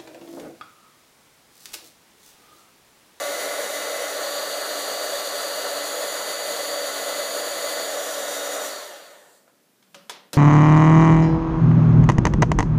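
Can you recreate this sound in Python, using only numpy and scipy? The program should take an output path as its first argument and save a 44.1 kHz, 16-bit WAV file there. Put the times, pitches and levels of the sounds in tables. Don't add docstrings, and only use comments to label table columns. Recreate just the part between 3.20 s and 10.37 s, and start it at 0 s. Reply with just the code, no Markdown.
import sys
import numpy as np
from scipy import signal
from scipy.fft import rfft, irfft, next_fast_len
from scipy.io import wavfile
from scipy.ndimage import map_coordinates

SR = 44100
rng = np.random.default_rng(int(sys.argv[2]) if len(sys.argv) > 2 else 0)


def output_pcm(signal):
    pcm = np.clip(np.atleast_2d(signal).T, -1, 1) * 32767
    wavfile.write(sys.argv[1], SR, np.round(pcm).astype(np.int16))


N = 316197


def amp(db):
    return 10 ** (np.asarray(db) / 20)


def unit(x):
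    return x / np.sqrt(np.mean(x ** 2) + 1e-20)


def seconds():
    return np.arange(N) / SR


def along(points, hz):
    point_hz, values = np.transpose(points)
    return np.interp(np.log(hz + 1), np.log(point_hz + 1), values)


def bumps(rows, hz):
    return sum(db * np.exp(-((hz - centre) / width) ** 2) for centre, width, db in rows)


def wobble(rate):
    knots = rng.standard_normal(int(N * rate / SR) + 4)
    return map_coordinates(knots, [np.arange(N) * rate / SR])


def filtered(x, response):
    size = next_fast_len(len(x) + SR // 2)
    spectrum = rfft(x, size) * response(np.fft.rfftfreq(size, 1 / SR))
    return irfft(spectrum, size)[:len(x)]


def noise(colour_db, size=N):
    return unit(filtered(rng.standard_normal(size), lambda hz: amp(colour_db(hz))))


def ringing(modes, t):
    return sum(amp(db - 60 * t / t60) * np.sin(2 * np.pi * hz * t) for hz, db, t60 in modes)


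def snap(colour_db, size=4096):
    log_spectrum = np.log(amp(colour_db(np.fft.rfftfreq(size, 1 / SR))) + 1e-6)
    cepstrum = irfft(log_spectrum)
    click = irfft(np.exp(rfft(2 * cepstrum[:size // 2], size)))
    return click / abs(click).max()


def add(track, s, sound):
    start = round(s * SR)
    track[start:start + len(sound)] += sound[:len(track) - start]


# (freq_hz, relative density_db per Hz)
QUIET_COLOUR = [(25, -24), (70, -16), (130, 4.5), (220, 8.5), (550, 1.5), (900, -2), (2000, -4.5),
                (6000, -7.5), (15000, -9)]


def room_tone(level_db=-63.5):
    return amp(level_db) * noise(lambda hz: along(QUIET_COLOUR, hz))


# (freq_hz, t60_s)
ROOM_DECAY = [(150, 1), (1000, 0.52), (4000, 0.46), (8000, 0.19), (15000, 0.2)]


def room(x):
    hz, t, bands = signal.stft(rng.standard_normal(SR // 2), SR, nperseg=256)
    decay = amp(-60 * t / along(ROOM_DECAY, hz)[:, None])
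    tail = signal.istft(bands * decay, SR, nperseg=256)[1]
    return signal.fftconvolve(x, tail / np.linalg.norm(tail))[:len(x)]


RUB_PEAK_S, RUB_DB = 6.79, -59.5
RUB_RISE_DB_PER_S, RUB_FALL_DB_PER_S = 68, 38
# (freq_hz, relative density_db per Hz)
RUB_COLOUR = [(60, -38), (150, -11), (198, 6), (240, -5), (330, -16), (600, -20), (3000, -26)]


def rub():
    t = seconds() - RUB_PEAK_S
    level_db = RUB_DB + np.minimum(RUB_RISE_DB_PER_S * t, -RUB_FALL_DB_PER_S * t)
    return amp(level_db) * noise(lambda hz: along(RUB_COLOUR, hz))


# (mode_hz, relative level_db, t60_s)
TABLE_MODES = [(185, -6, 0.19), (245, -6, 0.1), (310, -3, 0.07), (398, -10, 0.066), (495, -7, .11),
               (560, -2, 0.12), (720, -9, .06)]
# (start_s, level_db, favoured pitch_hz of the landing spot)
LANDINGS = [(6.756, -41, 560), (6.905, -42, 480), (7.1372, -23.5, 290), (7.157, -25.5, 430)]


def knocks(rise_s=0.0021, room_db=-9, off_spot_db_per_octave=5):
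    track, t = np.zeros(N), np.arange(SR // 2) / SR
    for s, db, spot_hz in LANDINGS:
        modes = []
        for hz, mode_db, t60 in TABLE_MODES:
            octaves_off = abs(np.log2(hz / spot_hz))
            modes.append((hz, mode_db - off_spot_db_per_octave * octaves_off, t60))
        thud = ringing(modes, t) * (1 - np.exp(-t / rise_s))
        add(track, s, amp(db) * (thud + amp(room_db) * room(thud)))
    return track


# (freq_hz, relative density_db per Hz)
SHELL_COLOUR = [(40, -36), (130, -26), (220, -4), (500, 3.5), (950, 3), (1600, 2.5), (2600, 0.5),
                (3700, -0.5), (5000, 2), (7000, 0.5), (10000, 0), (15000, -4)]
# (start_s, level_db, brightness_hz, low_ring_hz, high_ring_hz, ring level_db relative to the contact)
CONTACTS = [(6.279, -46.5, 1350, 750, 1440, -22), (6.297, -50, 1300, 1010, 1460, -24),
            (6.626, -46.5, 6000, 1600, 3370, -24), (6.7453, -29, 6400, 1240, 2900, -17),
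            (6.8957, -19.5, 8500, 946, 3450, -14), (7.1317, -17, 12000, 920, 4220, -23),
            (7.1376, -27, 5000, 1440, 3320, -24)]


def clacks(snap_db=1, shell_db=-10, shell_t60=0.055, shell_room_db=14.0, spot_db=4.5, spot_octaves=0.2,
           low_db=-9, low_t60=0.13, high_t60=0.028, rise_s=0.00066):
    track, t = np.zeros(N), np.arange(SR // 2) / SR
    for s, db, bright_hz, low_hz, high_hz, ring_db in CONTACTS:
        def colour(hz):
            octaves_off = [np.log2((hz + 1) / centre) for centre in (low_hz, high_hz)]
            spot = sum(spot_db * np.exp(-(octaves / spot_octaves) ** 2) for octaves in octaves_off)
            softness = 10 * np.log10(1 + (hz / bright_hz) ** 4)
            return along(SHELL_COLOUR, hz) + spot - softness

        rattle = amp(shell_db - 60 * t / shell_t60) * noise(colour, size=len(t))
        room_answer = room(signal.unit_impulse(len(t)))
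        echo = amp(shell_room_db) * filtered(room_answer, lambda hz: amp(colour(hz)))
        rings = amp(ring_db) * ringing([(low_hz, low_db, low_t60), (high_hz, 0, high_t60)], t)
        add(track, s, amp(db + snap_db) * snap(colour))
        add(track, s, amp(db) * (rings + (rattle + echo) * (1 - np.exp(-t / rise_s))))
    return track


OFF_S = 5.445
DRAG_S, STOP_S = 0.58, 2.2


def coast():
    drag = np.exp(-np.maximum(seconds() - OFF_S, 0) / DRAG_S)
    friction = np.exp(-STOP_S / DRAG_S)
    return np.maximum((drag - friction) / (1 - friction), 0)


# (time_s, shaft rate_hz)
SHAFT_RATE = [(0, 288.2), (1.3, 288.0), (1.85, 288.3), (2.35, 288.0), (2.8, 287.5), (3.7, 287.1),
              (4.1, 287.1), (4.55, 287.5), (5.4, 286.9)]


def shaft_angle(drift=1):
    rate_hz = np.interp(seconds(), *np.transpose(SHAFT_RATE))
    return 2 * np.pi * np.cumsum(rate_hz * coast() * drift) / SR


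TONES_END_S, IDLE_FALL_DB_PER_S = 6.09, 154


def settle():
    return amp(-IDLE_FALL_DB_PER_S * np.maximum(seconds() - TONES_END_S, 0))


IDLE_HISS_DB, IDLE_HISS_END_S = -60, 6.17
TONES_FADE, FADE_PER_ORDER = 1.4, 0.045
TONES_BLUR = 0.45
# (multiple of the shaft rate, level_db at full speed before the casing)
MOTOR_TONES = [(4, -61), (5, -55), (8, -55), (10, -54), (11, -59), (15, -58), (16, -54), (17, -58),
               (18, -56), (19, -55), (20, -56), (23, -61), (25, -60), (30, -55), (32, -54), (34, -55)]
# (centre_hz, width_hz, lift_db)
CASING_RESPONSE = [(570, 130, 2), (900, 70, 5), (1400, 130, 5), (1830, 50, 9), (2500, 350, -4),
                   (2900, 70, 5), (3600, 200, 2), (4450, 300, 10), (5350, 300, -13), (8500, 1300, -10)]
# (freq_hz, relative density_db per Hz)
MOTOR_HISS_COLOUR = [(2000, -12), (4700, 1), (5400, -9), (8000, 3), (11000, -7), (15000, -6)]


def idle(wet_db=-2, bare_s=0.06):
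    speed, turn, t = coast(), shaft_angle(), seconds()
    tones = np.zeros(N)
    for order, db in MOTOR_TONES:
        level = amp(db) * speed ** (TONES_FADE + FADE_PER_ORDER * order)
        phase = order * turn + rng.uniform(0, 2 * np.pi) + TONES_BLUR * wobble(90)
        tones += np.sqrt(2) * level * np.sin(phase)
    laid_bare = np.clip((t - OFF_S) / bare_s, 0, 1)
    tones = filtered(tones * laid_bare * settle(), lambda hz: amp(bumps(CASING_RESPONSE, hz)))
    hiss_db = IDLE_HISS_DB - IDLE_FALL_DB_PER_S * np.maximum(t - IDLE_HISS_END_S, 0)
    hiss = amp(hiss_db) * noise(lambda hz: along(MOTOR_HISS_COLOUR, hz))
    return hiss + tones + amp(wet_db) * room(tones)


# (freq_hz, relative gain_db)
HOUSING_RESPONSE = [(150, -48), (330, 6), (600, 11), (1000, -6), (1900, 5), (2500, -1), (3600, 6.5),
                    (4600, 2.5), (5300, -10), (7000, 1), (15000, -13)]


def swish(db=-41.0, ripple_db=6, fade=2.5, edge_hz=10200):
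    shaft_hz = SHAFT_RATE[-1][1]

    def colour(hz):
        ripple = ripple_db * np.cos(2 * np.pi * hz / shaft_hz)
        return ripple - 10 * np.log10(1 + (hz / edge_hz) ** 20)

    speed = coast()
    sliding = map_coordinates(noise(colour), [np.cumsum(speed)])
    sliding = sliding * speed ** fade * settle()
    return amp(db) * unit(filtered(sliding, lambda hz: amp(along(HOUSING_RESPONSE, hz))))


# (start_s, length_s)
NOZZLE_MOVES = [(0.855, 0.23), (2.504, 0.26), (4.624, 0.15)]


def aim():
    t = seconds()
    return sum(np.clip((t - s) / length_s, 0, 1) for s, length_s in NOZZLE_MOVES)


def facing(place):
    return np.clip(1 - abs(aim() - place), 0, 1)


# (multiple of the shaft rate,
# level_db over the mat, level_db near the paper, level_db close on it, level_db turned aside)
SHAFT_HARMONICS = [(1, -55, -53, -53, -51.5), (2, -43, -42, -41, -44), (3, -65, -59, -55.5, -54),
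                   (4, -46.5, -48, -49.5, -54), (5, -46, -66, -64, -54), (7, -44.5, -51, -46.5, -52),
                   (8, -56, -80, -58, -74), (9, -56.5, -63, -57.5, -73), (10, -54.5, -51, -54, -57),
                   (12, -58, -52, -51, -51), (13, -44.5, -48.5, -50, -45.5), (16, -47, -40.5, -41.5, -51),
                   (21, -54, -53, -54, -55), (24, -50, -51, -46.5, -47), (30, -66, -62, -56, -59),
                   (32, -55, -66, -58, -64)]


def whine(jitter=0.00058, sway_db=1.9, rough=0.25, fan_fade=4, motor_fade=16, wet_db=-6):
    speed, place = coast(), aim()
    turn = shaft_angle(1 + jitter * wobble(14))
    tones = np.zeros(N)
    for order, *place_db in SHAFT_HARMONICS:
        phase = order * turn + rng.uniform(0, 2 * np.pi) + rough * wobble(45)
        level = amp(np.interp(place, range(len(place_db)), place_db) + sway_db * wobble(5.06))
        fade = fan_fade if order < 11 else motor_fade
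        tones += np.sqrt(2) * level * speed ** fade * np.sin(phase)
    tones = filtered(tones, lambda hz: np.minimum(hz / 285, 1) ** 5)
    return tones + amp(wet_db) * room(tones * np.sqrt(abs(1 - speed)))


def flow(full_db, paper_db, power):
    at_paper = facing(1) + facing(2)
    return full_db + paper_db * at_paper + power * 20 * np.log10(coast() + 1e-6)


HISS_DB, HISS_PAPER_DB, HISS_POWER = -33.5, 0.65, 3.05
# (freq_hz, relative density_db per Hz)
JET_COLOUR = [(200, -65), (1400, -14), (2200, -1), (2750, -1.5), (3300, 4.5), (4500, 3.5), (5300, 1.5),
              (7500, 1), (10000, 0), (12000, -2), (15400, -3)]
# (centre_hz, width_hz,
# lift_db over the mat, lift_db near the paper, lift_db close on it, lift_db turned aside)
ECHO_BANDS = [(2015, 167, 16, -8, -1, 3), (3380, 410, -2.5, -1, 1, -1.5), (4270, 274, 2.5, 7, 6, 0),
              (4690, 230, -1.5, 5, 5.5, 0), (5290, 335, -4, -7.5, -7, -2), (5860, 90, 5, 1, 0, 10),
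              (6020, 145, 4.5, 3, 3, 2), (6770, 250, 6.5, 7.5, 9.5, 8), (7220, 220, 1, 1, 5, 6.5),
              (8230, 130, -5, 2.5, -4, 2), (8230, 150, -8, -2, -2, 1), (9200, 130, 2, 0, -2, 3),
              (9830, 500, 3, 1, 5, 1.5), (10700, 300, 1, 1, 1, 2), (12350, 200, -3, -2, -1, 1),
              (12850, 250, 0, 2.5, 0, 3), (13650, 400, 1, 0, 4, 1.5)]


def jet(flutter_db=0.73):
    centres, widths, *places = np.transpose(ECHO_BANDS)
    hiss = np.zeros(N)
    for place, lifts in enumerate(places):
        def colour(hz):
            return along(JET_COLOUR, hz) + bumps(zip(centres, widths, lifts), hz)

        hiss += np.sqrt(facing(place)) * noise(colour)
    level_db = flow(HISS_DB, HISS_PAPER_DB, HISS_POWER)
    return amp(level_db + flutter_db * wobble(30)) * hiss


GUST_S, GUST_WIDTH_S, GUST_DB = 2.462, 0.02, 3.5


def gust():
    return GUST_DB * np.exp(-((seconds() - GUST_S) / GUST_WIDTH_S) ** 2)


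ROAR_DB, ROAR_PAPER_DB, ROAR_POWER = -31, 0.5, 2.65
# (centre_hz, nominal width_hz, relative level_db)
BARREL_RESONANCES = [(224, 11, -20), (297, 41, -14.5), (321.3, 25, -14), (405, 53, -9.5), (461.4, 27, -3.5),
                     (499, 37, -2), (568, 28.5, 4.5), (625, 24, -4), (680, 36, -9), (820, 30, -37),
                     (1150, 19, -15), (1326, 84, -8.5), (1463, 34, -6.5), (1700, 60, -13), (1813, 80, -10),
                     (2027, 33, -13.5)]
# (freq_hz, relative density_db per Hz)
RUSH_COLOUR = [(30, -52), (80, -49), (130, -20.5), (200, -8), (350, -21), (600, 17), (900, 2), (1100, 5.5),
               (1600, 2.5), (2000, 2), (2400, -16), (3200, -48), (5000, -58)]


def roar(rush_db=-17.5, flutter_db=0.92):
    def colour(hz):
        peaks = 0
        for centre, width, db in BARREL_RESONANCES:
            detuning = (hz - centre) / (0.44 * width)
            peaks = peaks + amp(db) ** 2 / (1 + detuning ** 2) ** 2
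        rush = amp(rush_db + along(RUSH_COLOUR, hz)) ** 2
        return 10 * np.log10(peaks + rush)

    level_db = flow(ROAR_DB, ROAR_PAPER_DB, ROAR_POWER) + gust()
    return amp(level_db + flutter_db * wobble(24.92)) * noise(colour)


def scene():
    put_aside = rub() + knocks() + clacks()
    tool = idle() + swish() + whine() + jet() + roar()
    mono = room_tone() + put_aside + tool
    return np.array([mono, mono])


def record(dry, bass_cut_hz=95, top_hz=15350):
    bass_cut = signal.butter(2, bass_cut_hz, "high", fs=SR, output="sos")
    return np.array([filtered(signal.sosfilt(bass_cut, channel), lambda hz: hz < top_hz) for channel in dry])


dry = scene()
out = record(dry)
output_pcm(out)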